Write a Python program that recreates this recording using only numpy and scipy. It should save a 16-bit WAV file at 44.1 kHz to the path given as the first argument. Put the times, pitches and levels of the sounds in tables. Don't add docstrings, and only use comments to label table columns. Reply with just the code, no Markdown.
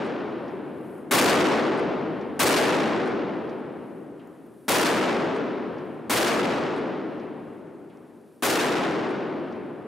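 import sys
import numpy as np
from scipy import signal
from scipy.io import wavfile

SR = 44100
rng = np.random.default_rng(int(sys.argv[2]) if len(sys.argv) > 2 else 0)


def transcribe(u):
    v = np.clip(np.atleast_2d(u).T, -1, 1)
    q = np.round(v * 32767).astype(np.int16)
    wavfile.write(sys.argv[1], SR, q)


def amplitude_ratio(level_db):
    exponent = np.asarray(level_db, float) / 20
    return 10 ** exponent


N = 435266
FRAME, HOP = 512, 256
SNAP = 400


def read(points, hz):
    f, value = np.transpose(points)
    return np.interp(np.log(hz + 1), np.log(f + 1), value)


def sound_of(spectra):
    return signal.istft(spectra, window="cosine", nperseg=FRAME, noverlap=HOP)[1]


# f/Hz, likeness [0 to 1]
LIKENESS = [(30, .5), (70, .82), (240, .88), (600, .82), (3800, .93), (9000, .99)]
# f/Hz, level/dB
LEAN = [(60, 2.0), (380, 2.0), (2380, 1.0), (15000, 0.0)]


def pair(frames, hz):
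    a, b, c, d = rng.standard_normal((frames, len(hz), 4)).T
    same = np.clip(read(LIKENESS, hz), -1, 1)[:, None]
    lean = amplitude_ratio(read(LEAN, hz) / 2)[:, None]
    left = a + 1j * b
    right = same * left + np.sqrt(1 - same ** 2) * (c + 1j * d)
    return np.array([left * lean, right / lean])


def hiss(colour, flicker_db):
    frames, hz = N // HOP + 2, np.fft.rfftfreq(FRAME, 1 / SR)
    level_db = read(colour, hz)[:, None] + flicker_db * rng.standard_normal(frames)
    noise = sound_of(pair(frames, hz) * amplitude_ratio(level_db))[:, :N]
    return noise / noise.std()


# f/Hz, level/dB
HUSH = [(1500, 3), (3500, 5), (6500, 0), (9500, 2), (11500, 0), (14000, -10), (16000, -16)]


def night_hush():
    return amplitude_ratio(-73.3) * hiss(HUSH, .6)


def sparks():
    per_s, level_db, spread_db = 6, -69, 1.2
    t = np.arange(SNAP) / SR
    ring = np.sin(2 * np.pi * 14200 * t) * np.exp(-t / .0002) * np.minimum(t / .00008, 1)
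    chance, size = rng.random((N, 2)).T
    train = (chance < per_s / SR) * amplitude_ratio(level_db - spread_db * np.log(size + 1e-3))
    return signal.oaconvolve(train, ring)[:N]


# t/s, peak level/dB
TICKS = [(0.417, -67), (0.636, -67), (0.7094, -68), (0.8086, -62), (4.2722, -48), (4.2824, -60),
         (4.4653, -53), (5.471, -66), (5.491, -66), (5.734, -66), (5.754, -66), (5.844, -66), (5.8556, -59),
         (6.6623, -65), (6.7394, -67), (7.1746, -62), (7.3414, -71), (7.4594, -70), (7.5682, -61),
         (7.8082, -64), (7.8406, -62), (7.8984, -67), (7.9394, -61), (8.0217, -62), (8.0994, -69)]
# t/s, peak level/dB, ring f/Hz
LOW_TICKS = [(3.5433, -66, 9500), (4.2722, -55, 7200), (4.61, -62, 3300), (7.9718, -52, 5700),
             (8.2127, -61, 6000), (8.3953, -58, 4000)]


def embers():
    out, t = np.zeros((2, N)), np.arange(SNAP) / SR
    rows = [(s, db, 13500) for s, db in TICKS] + list(LOW_TICKS)
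    for s, db, hz in rows:
        wisp = np.diff(rng.standard_normal(SNAP), prepend=0)
        ring = np.sin(2 * np.pi * hz * t) * np.exp(-t / .00014) * np.minimum(t / .00006, 1)
        snap = ring + .07 * wisp * np.exp(-t / .0015)
        at = round((s + .001) * SR)
        out[:, at:at + SNAP] += amplitude_ratio(db + 7.5) * snap
    return out


# f/Hz, level/dB
SIZZLE = [(2060, -40), (3500, -15), (5000, -14), (7000, -12), (8500, -3), (10500, 0), (12800, -5),
          (16000, -16)]
# t/s at full blaze, level/dB, hold/s
FLARES = [(.5, -78, .07), (.9, -68, .08), (2.2, -82, .17), (3.45, -82, .15), (3.87, -76, .17),
          (4.3, -76, .15), (4.58, -71, .1), (5.9, -78, .04), (7.42, -81, .17), (7.98, -79, .2),
          (8.33, -74, .09), (9.8, -84, .1)]


def fuse():
    rise_db_per_s, fade_db_per_s, smoulder_db = 45, 110, -88
    t = np.arange(N) / SR
    blaze_db = np.full(N, smoulder_db, float)
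    for s, db, hold in FLARES:
        early, late = np.maximum(s - t, 0), np.maximum(t - s - hold, 0)
        blaze_db = np.maximum(blaze_db, db - rise_db_per_s * early - fade_db_per_s * late)
    sizzle = hiss(SIZZLE, 1.1) * amplitude_ratio(blaze_db)
    bounce = np.roll(sizzle, round(.0017 * SR), axis=1)
    return sizzle + .55 * bounce


# f/Hz, level/dB
BLAST = [(80, -10.5), (320, 1), (700, -7), (1500, -12), (3000, -18.2), (6000, -22.8), (10000, -22.5),
         (16000, -31)]
# f/Hz, decay rate/(dB per s)
LOSS = [(40, 13), (350, 21.5), (1600, 32), (3000, 39.2), (5500, 56), (9000, 83.5), (13000, 100),
        (16000, 116)]
# t/s after the bang, level/dB over the roar, centre f/Hz, width/octaves, fade/s
SLAPS = [
    (.03, 8, 70, .9, .06),
    (.07, 5, 4500, 1.5, .01),
    (.173, 6.5, 4500, 1.5, .011),
    (.666, 13, 10000, .28, .005),
    (.682, 14, 10000, .3, .007),
    (1.102, 14.5, 7500, .6, .006),
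    (1.8, 19.5, 4500, .65, .011),
    (1.82, 2.5, 2400, 1.2, .5),
]


def passage_roars(count, seconds):
    frames, hz = seconds * SR // HOP, np.fft.rfftfreq(FRAME, 1 / SR)
    t, column = np.arange(frames) * HOP / SR, hz[:, None] + 1
    age = t / (1 + (.11 + .09 * np.minimum(column / 4000, 1)) * t)
    clumps_db = 3.2 * rng.standard_normal(frames) * np.exp(-t / .5)
    swell_db = -4.8 * np.exp(-t / .18) / (1 + (column / 600) ** 2)
    lift = np.ones((len(hz), frames))
    for s, db, centre_hz, octaves, fade in SLAPS:
        burst = np.exp(-np.maximum(t - s, 0) / fade) * (t >= s)
        lift += amplitude_ratio(2 * db) * burst * np.exp(-(np.log2(column / centre_hz) / octaves) ** 2)
    colour = amplitude_ratio(read(BLAST, hz))[:, None]
    loss_db = read(LOSS, hz)[:, None] * age
    decay = amplitude_ratio(clumps_db * np.minimum(column / 1500, 1) + swell_db - loss_db)
    size = colour * decay * np.sqrt(lift / np.mean(colour ** 2) / FRAME)
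    alike = .75
    walls = pair(frames, hz)
    spectra = [alike * walls + np.sqrt(1 - alike ** 2) * pair(frames, hz) for _ in range(count)]
    return sound_of(np.array(spectra) * size)


# t/s, overload ceiling level/dB, blast level/dB over the ceiling, gain creep/(dB per s)
BANGS = [
    (-.62, -17.5, 4.5, 6),
    (1.1105, -15.2, 11, 0),
    (2.393, -16.2, 11, 0),
    (4.6812, -17.2, 11, 0),
    (6.0965, -18, 10.5, 0),
    (8.4238, -18.5, 11, 1),
]


def bangs():
    lead, roar_s = 1, 3
    out = np.zeros((2, N + (lead + roar_s) * SR))
    for (s, ceiling_db, over_db, creep_db), roar in zip(BANGS, passage_roars(len(BANGS), roar_s)):
        t = np.arange(roar.shape[1]) / SR
        at = round((s + lead) * SR)
        fill = 1 - .7 * np.exp(-t / .004)
        out[:, at:at + len(t)] += amplitude_ratio(ceiling_db + over_db + creep_db * t) * roar * fill
    return out[:, lead * SR:][:, :N]


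def scene():
    return night_hush() + sparks() + embers() + fuse() + bangs()


def squash(x, ceiling, knee):
    return x / (1 + abs(x / ceiling) ** knee) ** (1 / knee)


def top_cut(x):
    return signal.sosfilt(signal.butter(12, 16790, fs=SR, output="sos"), x)


def record(dry):
    s, ceiling_db, *_ = np.transpose(BANGS)
    t = np.arange(N) / SR
    right_db = -1.3
    ceiling = amplitude_ratio(ceiling_db[np.searchsorted(s, t) - 1] + [[0], [right_db]])
    faded_in = dry * np.minimum(t / .0015, 1)
    capsule = signal.lfilter(*signal.butter(2, 142, "high", fs=SR), faded_in)
    squashed = squash(capsule, ceiling, 2.6)
    cut = signal.lfilter(*signal.butter(1, 235, "high", fs=SR), squashed)
    pole = np.exp(-2 * np.pi * 320 / SR)
    turned = signal.lfilter([pole, -1], [1, -pole], cut)
    limited = squash(turned, 1.9 * ceiling, 4.0)
    edge = signal.firwin(601, 15780, window=("kaiser", 6), fs=SR)
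    finished = signal.oaconvolve(limited, edge[None], "same", axes=1)
    return top_cut(finished)


dry = scene()
out = record(dry)
transcribe(out)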